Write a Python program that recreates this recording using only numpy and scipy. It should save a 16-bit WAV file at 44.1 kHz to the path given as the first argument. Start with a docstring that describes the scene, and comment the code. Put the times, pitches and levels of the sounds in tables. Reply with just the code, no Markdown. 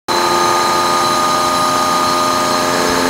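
"""A rotary vane vacuum pump runs steadily in a workshop: three vanes slap once each per shaft turn.
One repeating clatter gives its hum lines, a fast rattle and a loud drone; noise gives the puffs of air.
The cooling fan is a rush of noise, sliding vanes hiss and make the housing ring, a thin whistle comes and goes.
The microphone moves from the motor over the oil tank, then close to the housing, with soft bumps on the way in."""
import sys
import numpy as np
from scipy.fft import rfft, irfft, next_fast_len
from scipy.io import wavfile
from scipy.ndimage import map_coordinates

SR = 44100
rng = np.random.default_rng(int(sys.argv[2]) if len(sys.argv) > 2 else 0)


def materialize(psi):
    """Save the field psi as 16-bit PCM at rate SR to the path in sys.argv[1].

    A 1-D psi becomes a single channel; in a 2-D psi each row is a channel.
    """
    bounded = np.clip(np.atleast_2d(psi).T, -1, 1)
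    quanta = np.round(bounded * 32767).astype(np.int16)
    wavfile.write(sys.argv[1], SR, quanta)


N = 136269

# In the tables, three levels in a row stand for: by the motor, over the tank, close to the housing.
# path of the microphone: t/s, place (0 motor, 1 tank, 2 close to the housing)
MIC_PATH = [(.1, 0), (.42, .03), (.8, .35), (1.3, .9), (1.7, 1), (2.3, 1.08), (2.55, 1.4), (2.8, 1.9),
            (3.05, 2)]
# strong hum lines, before their slow drift: multiple of the shaft rate, three levels/dB
HUM_LINES = [(5, -47.3, -45.2, -46.1), (6, -47.7, -41.7, -35.7), (7, -40.7, -41.7, -39.4),
             (8, -34.6, -35.7, -32.8), (9, -36.8, -28.9, -23.7), (12, -24.4, -30.0, -27.0),
             (15, -33.0, -37.6, -23.6), (18, -30.0, -35.8, -27.4), (21, -29.8, -25.4, -25.6),
             (24, -32.1, -47.2, -41.1), (27, -29.9, -29.6, -35.0), (30, -22.0, -27.9, -28.2),
             (31, -29.7, -36.8, -41.3), (33, -29.8, -29.0, -36.0), (36, -29.6, -31.0, -30.0),
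             (39, -31.2, -32.0, -37.8), (44, -40.1, -37.0, -42.0), (45, -39.1, -38.0, -36.3),
             (54, -38.3, -40.8, -33.1), (57, -35.1, -38.3, -32.0)]
# swell of the loudest line: t/s, level/dB
DRONE_LEVEL = [(.09, -27), (.22, -21), (.42, -18), (.7, -18), (1.15, -17), (2.3, -17.5), (2.55, -21),
               (2.8, -25), (3.08, -28.5)]
# vane slaps within a turn: share of the turn, strength/dB
VANE_SLAPS = [(0, -2), (.33, 0.5), (.67, -2.5)]
# weak shaft lines, before a random spread: f/Hz, three levels per line/dB
RATTLE_COLOUR = [(29, -68, -68, -66), (120, -57, -50, -59), (450, -41.5, -49, -58), (720, -46, -50, -46),
                 (950.0, -39.5, -43, -37), (1250, -39, -46, -45), (1480, -44.5, -44, -50),
                 (1680.0, -40, -53, -38.5), (1960.0, -50, -51, -48), (2280.0, -47.0, -50, -47),
                 (2690.0, -54, -55, -52.7), (3250, -51, -48, -51), (3740, -59, -62, -61),
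                 (5070, -68, -70, -70)]
# colour of the air puffed out with each slap: f/Hz, relative level/dB
PUFF_COLOUR = [(100, -27), (300, -16.5), (520, -6.5), (900, 1.5), (1250, 7.5), (1450, -3), (1700, -4),
               (2000, -9.5), (3300, -14), (5000, -49), (15000, -40)]
# loudness of the puffs: three levels/dB
PUFF_LEVELS = [-26.5, -29, -25]
# colour of the cooling fan: f/Hz, relative level/dB
FAN_COLOUR = [(20, -42), (35, -30), (60, -11), (110, -2.5), (190, -1), (350, -3), (500, -7), (800, 2),
              (1200, -3), (2000, -9), (4000, -19.5), (15000, -45)]
# loudness of the fan: three levels/dB
FAN_LEVELS = [-24.5, -24, -23]
# resonances of the housing: f/Hz, width/Hz, three levels/dB
HOUSING_RINGS = [(95, 45, -66, -43.5, -40.5), (165, 57, -41, -42.5, -39), (341, 73, -29.5, -37, -34),
                 (448, 90, -44.5, -46, -28), (1700, 190, -34.5, -39.5, -29), (2150, 510, -33.5, -43, -39),
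                 (3796, 69, -40, -41.5, -38), (4040, 134, -28.5, -31, -32), (4173, 140, -32.5, -35, -30.5),
                 (4570, 200, -39, -36, -34.5), (5194, 95, -37.5, -36, -34.5), (5380, 120, -39, -37, -41),
                 (6256, 145, -36, -35.5, -35.5), (6560, 290, -38, -36, -33), (7126, 150, -38, -38.5, -38.5),
                 (8040, 160, -43, -42.5, -40), (8900, 350, -42, -44.5, -47), (9820, 130, -48, -49, -43)]
# spells in which a housing resonance sings out: start t/s, end t/s, f/Hz, level/dB
SINGING_SPELLS = [(0.029, 0.36, 4070, -28.5), (0.58, 1.9, 4030, -32), (2, 2.65, 4230, -33),
                  (0.32, 0.65, 6280, -32), (2.72, 2.98, 6300, -33), (.6, 1.13, 8050, -40),
                  (2.3, 2.8, 8050, -42)]
# colour of the sliding vanes' hiss: f/Hz, relative level/dB
HISS_COLOUR = [(1500, -16), (3000, 1), (4500, 0.5), (5700, 3.5), (6700, 1), (7600, -0.5), (9800, -1.5),
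               (11000, -5), (13500, -4.5), (15700, -8)]
# loudness of the hiss: three levels/dB
HISS_LEVELS = [-30, -30, -29.5]
# whistle, before its waver: t/s, level/dB
WHISTLE_LEVEL = [(.1, -59), (.5, -42), (.75, -45), (1.1, -38), (1.35, -45), (1.62, -36), (2, -43),
                 (2.25, -41), (2.55, -48), (3.05, -40)]
# bumps of the microphone in the hand: t/s, level before dying away/dB, f/Hz
BUMPS = [(2.897, -23, 62), (2.955, -27, 68), (3.06, -28, 58)]

SHAFT_HZ, SHAFT_JITTER_TURNS = 29.228, .0006
DRONE_ORDER = 42  # multiple of the shaft rate
HUM_DRIFT_DB, HUM_DRIFT_RATE = 1.1, 3.5  # every RATE counts random knots per second
SLAP_DECAY_S, SLAP_FLOOR = 0.0048, 0.28  # the floor is the steady force under the slaps
SCATTER_RAD, RATTLE_SPREAD_DB = .7, 2.4
PUFF_TAIL = 0.12  # room sound that fills the gaps between puffs
SLAP_TOP_HZ = 3000  # the slaps shake housing resonances below this
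RING_WAVER_DB, RING_WAVER_RATE = 1.26, 45
RING_DRIFT_DB, RING_DRIFT_RATE = 0.3, 4.86
SING_WIDTH_HZ, SING_FADE_S = 28.5, 0.072
WHISTLE_HZ, WHISTLE_WAVER_HZ, WHISTLE_WAVER_DB = 10490, 9.9, 2
BUMP_DECAY_S = .014
START_S, TOP_HZ, TOP_ORDER = .084, 15760, 300


def amp(db):
    """Turn decibels into a gain."""
    return 10 ** (np.asarray(db) / 20)


def unit(x):
    """Scale a sound to an average strength (rms) of 1."""
    return x / np.sqrt(np.mean(x ** 2) + 1e-20)


def along(points, hz):
    """Read between (Hz, value) points on a log frequency axis."""
    f, value = np.transpose(points)
    return np.interp(np.log(hz + 1), np.log(f + 1), value)


def curve(rows):
    """Give one value per sample from (s, value) rows."""
    return np.interp(np.arange(N) / SR, *np.transpose(rows))


def wobble(rate):
    """Draw a smooth random curve through rate knots a second."""
    knots = rng.standard_normal(N // 100)
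    return map_coordinates(knots, [np.arange(N) * rate / SR], mode="wrap")


def filtered(x, response):
    """Multiply the spectrum of x by a response to frequency."""
    size = next_fast_len(N + 8192)  # spare room lets the filter ring out
    return irfft(rfft(x, size) * response(np.fft.rfftfreq(size, 1 / SR)), size)[:N]


def noise(colour):
    """Make coloured noise of rms 1."""
    return unit(filtered(rng.standard_normal(N), lambda hz: amp(along(colour, hz))))


def ringing(centre_hz, width_hz):
    """Stir a steep resonance with noise, at rms 1."""
    def response(f):
        band = 1j * f * width_hz / (centre_hz ** 2 - f ** 2 + 1j * f * width_hz)
        return band * abs(band) ** .5  # the extra factor makes the sides steeper
    return unit(filtered(rng.standard_normal(N), response))


def heard(levels_db, place):
    """Blend the levels of the three places along the microphone's path."""
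    return amp(np.interp(place, np.arange(len(levels_db)), levels_db))


def slaps(turns):
    """Force of the vanes: each slap jumps up and dies away, once a turn."""
    force = SLAP_FLOOR
    for at, db in VANE_SLAPS:
        since_s = ((turns - at) % 1) / SHAFT_HZ
        force = force + amp(db) * np.exp(-since_s / SLAP_DECAY_S)
    return force


def one_turn(size):
    """Shaft harmonics, all of size 1, of a clatter that follows the slaps, scattered by the room."""
    clatter = rng.standard_normal(size) * slaps(np.arange(size) / size) ** 1.5
    spectrum = rfft(clatter)
    scatter = np.exp(1j * SCATTER_RAD * rng.standard_normal(len(spectrum)))
    return spectrum / abs(spectrum) * scatter


def rattle(lines, turns, place):
    """Weak shaft lines between the strong ones; their colour changes from place to place."""
    orders = np.arange(len(lines))
    hz, table = orders * SHAFT_HZ, np.array(RATTLE_COLOUR)
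    strong = [0, DRONE_ORDER] + [round(row[0]) for row in HUM_LINES]
    weak = ~np.isin(orders, strong) & (hz < table[-1, 0])
    comb = lines * weak * amp(RATTLE_SPREAD_DB * rng.standard_normal(len(lines)))
    out = 0
    for spot in range(table.shape[1] - 1):
        colour = amp(along(table[:, [0, spot + 1]], hz))
        cycle = irfft(comb * colour, norm="forward") / np.sqrt(2)
        nearness = np.clip(1 - abs(place - spot), 0, 1)
        # the same cycle is read again every turn
        out = out + nearness * np.interp(turns, np.arange(len(cycle)) / len(cycle), cycle, period=1)
    return out


def pump(turns, place):
    """The same clatter repeats every turn, which makes hum lines, the drone and the rattle."""
    lines = one_turn(size=8192)

    def tone(order):
        return np.sqrt(2) * np.cos(2 * np.pi * order * turns + np.angle(lines[order]))

    hum = 0
    for order, *levels in HUM_LINES:
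        drift = amp(HUM_DRIFT_DB * wobble(HUM_DRIFT_RATE))
        hum = hum + tone(round(order)) * heard(levels, place) * drift
    drone = tone(DRONE_ORDER) * amp(curve(DRONE_LEVEL))
    return hum + drone + rattle(lines, turns, place)


def puffs(turns, place):
    """Each slap pushes out air: noise that swells in step with the vanes."""
    return unit(noise(PUFF_COLOUR) * (slaps(turns) + PUFF_TAIL)) * heard(PUFF_LEVELS, place)


def fan(place):
    """Stirred air makes an even rush of noise."""
    return noise(FAN_COLOUR) * heard(FAN_LEVELS, place)


def housing(turns, place):
    """Slaps shake the low resonances of the metal; sliding vanes ring the high ones unevenly."""
    shaken = unit(slaps(turns) + PUFF_TAIL)
    out = 0
    for hz, width, *levels in HOUSING_RINGS:
        if hz < SLAP_TOP_HZ:
            drive = shaken
        else:
            waver_db = RING_WAVER_DB * wobble(RING_WAVER_RATE)
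            drive = amp(waver_db + RING_DRIFT_DB * wobble(RING_DRIFT_RATE))
        out = out + ringing(hz, width) * heard(levels, place) * drive
    return out


def singing():
    """Narrow housing resonances sing out in spells that fade in and out."""
    t = np.arange(N) / SR
    out = 0
    for start, end, hz, db in SINGING_SPELLS:
        spell = np.clip(np.minimum(t - start, end - t) / SING_FADE_S, 0, 1)
        out = out + ringing(hz, SING_WIDTH_HZ) * amp(db) * spell
    return out


def hiss(place):
    """Sliding vanes rub on the metal: a steady high noise."""
    return noise(HISS_COLOUR) * heard(HISS_LEVELS, place)


def whistle():
    """A thin high tone wavers slightly in pitch and level."""
    hz = WHISTLE_HZ + WHISTLE_WAVER_HZ * wobble(60)
    level_db = curve(WHISTLE_LEVEL) + WHISTLE_WAVER_DB * wobble(50.9)
    return np.sqrt(2) * np.sin(2 * np.pi * np.cumsum(hz) / SR) * amp(level_db)


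def handling():
    """Bumps in the hand as the microphone comes in close: low tones that die away fast."""
    out = 0
    for start, db, hz in BUMPS:
        since = np.maximum(np.arange(N) / SR - start, 0)
        out = out + amp(db) * np.sin(2 * np.pi * hz * since) * np.exp(-since / BUMP_DECAY_S)
    return out


def scene():
    """One slightly uneven shaft times the pump sounds; both channels carry the same sound."""
    turns = SHAFT_HZ * np.arange(N) / SR + SHAFT_JITTER_TURNS * wobble(24.87)
    place = curve(MIC_PATH)
    mono = pump(turns, place) + puffs(turns, place) + fan(place)
    mono = mono + housing(turns, place) + singing() + hiss(place)
    mono = mono + whistle() + handling()
    return np.array([mono, mono])


def record(dry):
    """The sound opens quickly after a short silence, and a very steep filter cuts the highest treble."""
    opened = np.clip((np.arange(N) / SR - START_S) / .001, 0, 1)

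    def treble_cut(hz):
        return 1 / (1 + (hz / TOP_HZ) ** (2 * TOP_ORDER))

    return np.array([filtered(channel * opened, treble_cut) for channel in dry])


dry = scene()
out = record(dry)
materialize(out)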